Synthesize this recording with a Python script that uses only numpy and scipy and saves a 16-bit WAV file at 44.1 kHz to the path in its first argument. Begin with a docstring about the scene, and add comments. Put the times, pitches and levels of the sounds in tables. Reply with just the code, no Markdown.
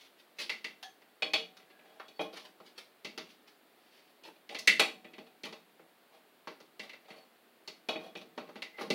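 """An adjustable wrench clacks and rings on a threaded brass fitting above a steel expansion tank.
Its loose jaw clacks as it is set and lifted, the handle rings when it bites, and pipe and tank
knock along. Between blows, steel scrapes on brass in showers of tiny slips and gives thin squeaks.
The basement's low ceiling answers with close echoes, over a faint hiss."""
import sys
import numpy as np
from scipy import signal
from scipy.fft import rfft, irfft
from scipy.io import wavfile
from scipy.ndimage import uniform_filter1d

SR = 44100
rng = np.random.default_rng(int(sys.argv[2]) if len(sys.argv) > 2 else 0)


def dump(signal):
    """Clip the signal to [-1, 1] and save it as 16-bit WAV at the path in sys.argv[1]."""
    limited = np.clip(np.atleast_2d(signal).T, -1, 1)
    pcm = np.round(limited * 32767).astype(np.int16)
    wavfile.write(sys.argv[1], SR, pcm)


N = 394254
LENGTH = 32768  # samples set aside for one short sound
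T = np.arange(LENGTH) / SR  # its time axis in seconds
HZ = np.fft.rfftfreq(LENGTH, 1 / SR)  # its frequency axis

# Blows of the wrench. Each row: start in seconds, ring level in dB, tank knock level in dB,
# hardness of the contact and brightness of the knock, both as a treble lift in dB per octave.
WRENCH_BLOWS = [ (.495, -34, -47.5, 0, 4.5), (.644, -38.5, -52, 0, 0.5), (0.828, -49, -66, 16, 6),
                (1.222, -30.5, -39.5, -8, 0.5), (1.335, -27.5, -36.5, 1, 1.5),
                (1.569, -58.5, -62.5, 15.5, 15), (1.792, -64.5, -65, -12, -2), (1.998, -56, -46.5, 1, 9.5),
                (2.082, -58, -63, 11, -3), (2.193, -41, -35, -9, -1), (2.602, -67, -54.5, 2, 0),
                (3.047, -42.5, -49, 4.5, -3), (3.177, -43, -45.5, 8.5, 0.5), (4.236, -55.5, -63, 8, -1),
                (4.492, -47.5, -57, 2, -3.5), (4.547, -40.5, -48, 3, -0.5), (4.589, -44.5, -60, 16.5, 5),
                (4.675, -18.5, -39, -2.5, -2), (4.796, -22.5, -28.5, 1.5, 3.5), (5.045, -54.5, -54, -7, -5),
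                (5.135, -55, -58, -3, -3), (5.182, -54, -50, 0.5, -3), (5.435, -43.5, -50, 4, -6),
                (5.526, -51, -51, 6, 0.5), (5.794, -69, -58, -11.5, -1), (6.473, -49, -43.5, 2.5, 3),
                (6.603, -61, -57.5, 10, -1), (6.795, -43.5, -52, 1.5, -2), (6.895, -50, -61.5, -0.5, 2),
                (6.933, -52.5, -59, -3.5, 0), (7.104, -53.5, -56, -2, -3), (7.677, -47, -52.5, 9, -1),
                (7.887, -34.5, -35.5, 2.5, 0.5), (7.954, -45, -42.5, -14, -5.5),
                (8.153, -47, -47.5, -4.5, -4), (8.214, -56.5, -54.5, 6.5, -3.5),
                (8.377, -49, -40.5, 2, 0.5), (8.490, -62.5, -50.5, 3, 1), (8.557, -53, -48, 1, -0.5),
                (8.621, -40.5, -52, 2, 4.5), (8.784, -46.5, -46, -11, 2.5), (8.811, -53, -39.5, 14, 0),
                (8.903, -32.5, -31.5, 5.5, -6.5)]
# How firmly the wrench sits. Each row: time in seconds, grip from 0 (loose) to 2 (seated).
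WRENCH_GRIP = [(.65, 0.22), (1.22, 1.33), (2, 0.48), (2.19, 1.6), (2.6, 0.49), (3.18, 0.32), (4.24, 0.82),
               (4.67, 0.17), (4.8, 0.63), (6.7, 0.22), (7.68, 0.43), (7.89, 1.19), (8.5, 0.34)]


def wrench_blows():
    """Each blow rings the wrench, knocks the tank and ticks where the metals meet."""
    out = np.zeros(N)
    for start, ring_db, knock_db, hardness, brightness in WRENCH_BLOWS:
        grip = np.interp(start, *np.transpose(WRENCH_GRIP))
        # Heavy blows set the pipework shivering; lighter ones leave less of a tail.
        tail_db = min(FULL_TAIL_DB, 20 + 0.27 * max(ring_db, knock_db))
        hit = basement(tail_db)
        metal = tilted(wrench_ring(hit, grip), hardness, low_hz=1800, high_hz=6400)
        knock = tilted(tank_knock(hit, grip), brightness, low_hz=190, high_hz=2600)
        # The tick grows with the blow and its hardness; a tight grip muffles it.
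        tick_db = ring_db - 21.5 + 0.78 * hardness - 2 * grip
        for sound, db in (metal, ring_db), (knock, knock_db), (contact_tick(hit), tick_db):
            add(out, start, at_level(sound, db))
    return out


# The tones of the loose jaw in its slide, the tightly held handle and the brass fitting.
# Each row: pitch in Hz, energy in dB, ring time in seconds (the time to fade by 60 dB).
JAW_TONES = [(2013, 4, 0.025), (2194, 3, 0.014), (2733, -2.5, 0.045), (3580, -5, 0.036),
             (4224, -15.5, 0.018), (4750, -10.5, 0.042)]
HANDLE_TONES = [(2425, -2.5, 0.024), (2563, -1.5, 0.027), (2940, -9.5, 0.035), (3417, -4.5, 0.045),
                (3746, -8, 0.048), (4410, -9.5, 0.034)]
FITTING_TONES = [(2482, -4, 0.034), (3340, 3.5, 0.079), (5150, -22.5, .1)]
# The quickly dying clack of the steel. Each row: frequency in Hz, level in dB.
CLACK_SPECTRUM = [(400, -48), (1400, -7.5), (2100, 4), (3000, 6), (4700, 4), (6000, -4.5), (7500, -17),
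                  (16000, -40.5)]


def wrench_ring(drive, grip):
    """As the grip tightens, the ring passes from jaw to handle to fitting and the clack softens."""
    shares = np.maximum(1 - abs(np.clip(grip, 0, 2) - np.arange(3)), 0)
    parts = JAW_TONES, HANDLE_TONES, FITTING_TONES
    tones = sum(share * ring(drive, part) for share, part in zip(shares, parts) if share > 0)
    clack = shaped(drive, CLACK_SPECTRUM)
    return unit(tones) + gain_of(-3 - 4 * grip) * unit(clack)


# The tones of tank and pipework. Each row: pitch in Hz, energy in dB, ring time in seconds.
TANK_TONES = [(188, -14, 0.39), (293.2, -4.5, 0.097), (449.3, -3, 0.22), (633.3, 2.5, 0.085),
              (788, 1, 0.033), (753, -17.5, 1.5), (1074, -9, 0.17)]
# Their quickly dying thud. Each row: frequency in Hz, level in dB.
THUD_SPECTRUM = [(85, -32.5), (130, -12), (200, 7), (400, 7.5), (800, -1), (1300, 0), (2000, -11),
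                 (5000, -67.5)]


def tank_knock(drive, grip):
    """A firm grip rings the tank; a loose one mostly thuds."""
    thud = shaped(drive, THUD_SPECTRUM)
    return ring(drive, TANK_TONES) + gain_of(7 - 9 * grip) * unit(thud)


# The bright tick of metal on metal. Each row: frequency in Hz, level in dB.
TICK_SPECTRUM = [(2500, -28.5), (5500, -4.5), (7600, 1.5), (10000, 4.5), (13000, -5.5), (16000, -5)]


def contact_tick(drive):
    """Where the metals meet, each touch gives a short burst of treble."""
    return shaped(drive, TICK_SPECTRUM)


# The tones of the free wrench. Each row: pitch in Hz, energy in dB, ring time in seconds.
FREE_WRENCH_TONES = [(767, 8.5, 0.12), (1710, 6, 0.038), (3270, 7, 0.015), (6300, -6, 0.065)]


def wrench_ping(start_s=0.829, level_db=-48.5):
    """The wrench rings freely in the hand, once."""
    out = np.zeros(N)
    add(out, start_s, at_level(ring(basement(), FREE_WRENCH_TONES), level_db))
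    return out


# The high overtones of the steel. Each row: pitch in Hz, energy in dB, ring time in seconds.
STEEL_OVERTONES = [(4420, 5.5, .03), (5230, 2.5, .05), (6266, -1.5, .04), (7200, 0, 0.084),
                   (8820, -4, 0.035)]
# Glancing blows. Each row: start in seconds, level in dB, the pitch it catches best in Hz.
GLANCING_BLOWS = [(1.224, -39, 3900), (1.336, -34, 4100), (4.588, -49, 5700), (4.674, -34, 6380),
                  (4.797, -37, 7350), (7.676, -46.5, 4160)]


def glancing_blows(falloff_db_per_octave=45):
    """A glancing blow rings the overtones near one pitch; the higher that is, the more it cracks."""
    out = np.zeros(N)
    for start, level_db, best_hz in GLANCING_BLOWS:
        hit = basement(tail_db=1)
        tones = [(hz, db - falloff_db_per_octave * abs(np.log2(hz / best_hz)), ring_s)
                 for hz, db, ring_s in STEEL_OVERTONES]
        octaves_away = np.log2(np.maximum(HZ / best_hz, 1 / 4))
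        crack = unit(through(hit, click(-13 * octaves_away ** 2)))
        crack_gain = gain_of(1 + 28 * np.log2(best_hz / 6000))
        add(out, start, at_level(ring(hit, tones) + crack_gain * crack, level_db))
    return out


# Strokes of steel sliding on brass. Each row: time of the peak in seconds, rise time in seconds,
# rasp level in dB, tank rumble level in dB.
SCRAPE_STROKES = [ (0.018, 0.054, -58, -83), (.19, 0.035, -62.5, -73), (0.405, 0.029, -39, -50.5),
                  (1.9, 0.2, -68.5, -61.5), (2.209, .012, -47, -41.5), (2.335, .01, -54.5, -52),
                  (2.367, 0.013, -49, -53.5), (2.405, 0.011, -57, -74), (2.451, 0.0082, -55.5, -59),
                  (2.675, 0.041, -59, -64.5), (2.776, 0.022, -48, -56.5), (3.28, 0.068, -60, -79),
                  (3.479, 0.011, -61, -68), (3.94, 0.19, -64.5, -80), (4.264, 0.022, -55.5, -57),
                  (4.525, 0.023, -55.5, -47.5), (5.449, 0.01, -47.5, -49), (6.15, 0.054, -68, -62),
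                  (6.84, 0.018, -56, -55.5), (7.14, 0.12, -61, -56), (8.04, 0.08, -58, -51),
                  (8.171, 0.0095, -55.5, -59), (8.812, 0.052, -48, -44.5)]


def scrapes(slips_per_s=1800, spread_db=6, fizz_db=-13):
    """Showers of tiny slips swell and fade with each stroke; under load they make the metal ring."""
    out = np.zeros(N)
    for peak_s, rise_s, rasp_db, rumble_db in SCRAPE_STROKES:
        pressure = np.exp(-2 * (T / rise_s - 2) ** 2) * catching(depth_db=5)
        sizes = gain_of(spread_db * np.minimum(rng.exponential(1, LENGTH), 4))
        signs = rng.choice([-1, 1], LENGTH)
        slipping = rng.random(LENGTH) < slips_per_s / SR
        slips = through(pressure * sizes * signs * slipping, basement())
        load = np.clip(0.5 + (rumble_db - rasp_db) / 6, 0, 2)  # a loaded stroke shakes the tank more
        rasp = unit(shaped(slips, CLACK_SPECTRUM)) + load * wrench_ring(slips, load)
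        rumble = tilted(tank_knock(slips, load), db_per_octave=2, low_hz=170, high_hz=2200)
        fizz = contact_tick(slips)
        for sound, db in (rasp, rasp_db), (rumble, rumble_db), (fizz, rasp_db + fizz_db):
            add(out, peak_s - 2 * rise_s, at_level(sound, db))
    return out


def catching(depth_db, step=256):
    """A gain that jumps about every few milliseconds as steel catches and lets go."""
    jumps = rng.standard_normal(LENGTH // step)
    return gain_of(depth_db * np.interp(T, T[::step], jumps))


# Squeaks and groans of the sliding jaw and thread. Each row: time of the peak in seconds,
# half the length in seconds, pitch in Hz, level in dB.
THIN_SQUEAKS = [(1.82, 0.12, 1660, -68), (2.09, .11, 3370, -68.5), (2.17, .05, 4460, -65),
                (4.275, .028, 877, -55), (4.28, .035, 312, -60), (6.15, .06, 900, -71),
                (7.161, .08, 4430, -65), (8.75, .03, 2060, -56)]


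def squeaks(ring_s=0.084):
    """Light, uneven friction keeps one tone singing for a moment."""
    out = np.zeros(N)
    for peak_s, half_s, hz, db in THIN_SQUEAKS:
        rub = rng.standard_normal(LENGTH) * np.exp(-(T / half_s - 2) ** 2)
        squeak = resonate(rub, hz, ring_s) * catching(depth_db=4)
        add(out, peak_s - 2 * half_s, at_level(squeak, db))
    return out


def settling_ticks(count=22, loudest_db=-62, range_db=7, soonest_s=0.046, settle_s=0.62):
    """Faint stray ticks as the wrench settles after a blow."""
    out = np.zeros(N)
    for which, wait, softness, grip in rng.random((count, 4)):
        touch = basement(tail_db=1)
        sound = unit(wrench_ring(touch, grip)) + unit(tank_knock(touch, grip))
        blow_s = WRENCH_BLOWS[int(which * len(WRENCH_BLOWS))][0]
        add(out, blow_s + soonest_s + wait * settle_s, at_level(sound, loudest_db - range_db * softness))
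    return out


FULL_TAIL_DB = 8  # level of the fullest echo tail
# How long the basement rings. Each row: frequency in Hz, seconds to fade by 60 dB.
ROOM_RING_TIMES = [(150, 0.63), (400, 0.31), (1000, 0.26), (15000, 0.27)]
# Close echoes off the ceiling and the tank. Each row: delay in seconds, gain.
CLOSE_ECHOES = [(.0021, 0.49), (.0055, 0.793), (.0072, 0.83)]


def basement(tail_db=FULL_TAIL_DB, scatter_db=-1, scatter_s=0.011, build_s=0.0029):
    """One tap with its echoes, scatter off the pipes and tail, new for each position of the wrench."""
    hz, t, bands = signal.stft(rng.standard_normal(LENGTH), SR, nperseg=256)
    fade = gain_of(-60 * t / curve_at(ROOM_RING_TIMES, hz)[:, None])
    tail = signal.istft(bands * fade, SR, nperseg=256)[1][:LENGTH]
    tail *= 1 - np.exp(-T / build_s)
    scatter = rng.standard_normal(LENGTH) * np.exp(-T / scatter_s)
    response = gain_of(tail_db) * (unit(tail) + gain_of(scatter_db) * unit(scatter))
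    response[0] += 0.86  # the sound that comes straight to the ear
    for delay_s, gain in CLOSE_ECHOES:
        add(response, delay_s * rng.uniform(0.9, 1.1), np.array([gain]))
    return response


# The colour of the background hiss. Each row: frequency in Hz, relative level in dB.
HISS_SPECTRUM = [(30, -53), (140, -18.5), (230, -6), (420, -3.5), (480, -7), (728, -5.5), (852, -10),
                 (1640, -11.5), (4310, -17), (5890, -28), (15500, -22)]


def hiss(level_db=-65):
    """Still room air and steady microphone hiss."""
    colour = gain_of(curve_at(HISS_SPECTRUM, np.fft.rfftfreq(N, 1 / SR)))
    air = irfft(rfft(rng.standard_normal(N)) * colour, N)
    return unit(air) * np.sqrt(N) * gain_of(level_db)


def ring(drive, tones, detune=0.0084):
    """A metal part's tones, shifted slightly by the hold; neighbours swing in opposite directions."""
    shifts = 1 + detune * rng.uniform(-1.4, 1, len(tones))
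    return unit(sum((-1) ** k * gain_of(db) * resonate(drive, hz * shifts[k], ring_s)
                    for k, (hz, db, ring_s) in enumerate(tones)))


def resonate(drive, hz, ring_s):
    """One tone shaken by the drive (a tap or a rub), fading by 60 dB in ring_s seconds."""
    radius = np.exp(-np.log(1000) / (ring_s * SR))
    feedback = [1, -2 * radius * np.cos(2 * np.pi * hz / SR), radius ** 2]
    return unit(signal.lfilter([1, 0, -1], feedback, drive))


def tilted(x, db_per_octave, low_hz, high_hz):
    """Leans the sound between two frequencies: brighter for a hard contact, duller for a soft one."""
    slope = db_per_octave * np.log2(np.clip(HZ, low_hz, high_hz))
    return through(x, click(slope)[:LENGTH // 16])


def shaped(x, spectrum):
    """Colours a sound with a table of frequencies and levels."""
    return through(x, click(curve_at(spectrum, HZ)))


def click(db):
    """The shortest pulse that starts at once and has this spectrum."""
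    log_gain = np.log(gain_of(np.r_[db, db[-2:0:-1]]))
    spectrum = np.exp(np.conj(signal.hilbert(log_gain)))
    return unit(np.fft.ifft(spectrum).real)


def through(x, response):
    """Passes a sound through a response (convolution), keeping its length."""
    return signal.fftconvolve(x, response)[:len(x)]


def curve_at(points, hz):
    """Joins rows of frequency and value with straight lines on an octave scale."""
    frequencies, values = np.transpose(points)
    return np.interp(np.log(hz + 1), np.log(frequencies), values)


def at_level(x, db, window=1024):
    """Sets the average (rms) level of the loudest short stretch."""
    peak_power = uniform_filter1d(x ** 2, window, mode="constant").max()
    return x * gain_of(db) / np.sqrt(peak_power + 1e-20)


def add(mix, start_s, sound):
    """Lays a sound into the mix, dropping whatever falls outside."""
    start = round(start_s * SR)
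    sound = sound[max(-start, 0):]
    part = mix[max(start, 0):][:len(sound)]
    part += sound[:len(part)]


def gain_of(db):
    """Turns decibels into a gain."""
    return 10 ** (np.asarray(db) / 20)


def unit(x):
    """Scales a sound to an energy of one."""
    return x / np.sqrt(np.sum(x ** 2) + 1e-20)


def scene(low_cut_hz=120):
    """The wrench at work in the quiet basement; small metal parts give off little bass."""
    work = wrench_blows() + wrench_ping() + scrapes() + glancing_blows() + squeaks() + settling_ticks()
    low_cut = signal.butter(2, low_cut_hz, "high", fs=SR, output="sos")
    return (signal.sosfilt(low_cut, work) + hiss())[None]


def record(dry, top_hz=15900):
    """Cuts off the very highest treble."""
    high_cut = signal.firwin(511, top_hz, window=("kaiser", 9), fs=SR)
    return signal.oaconvolve(dry, high_cut[None], "same")


dry = scene()
out = record(dry)
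dump(out)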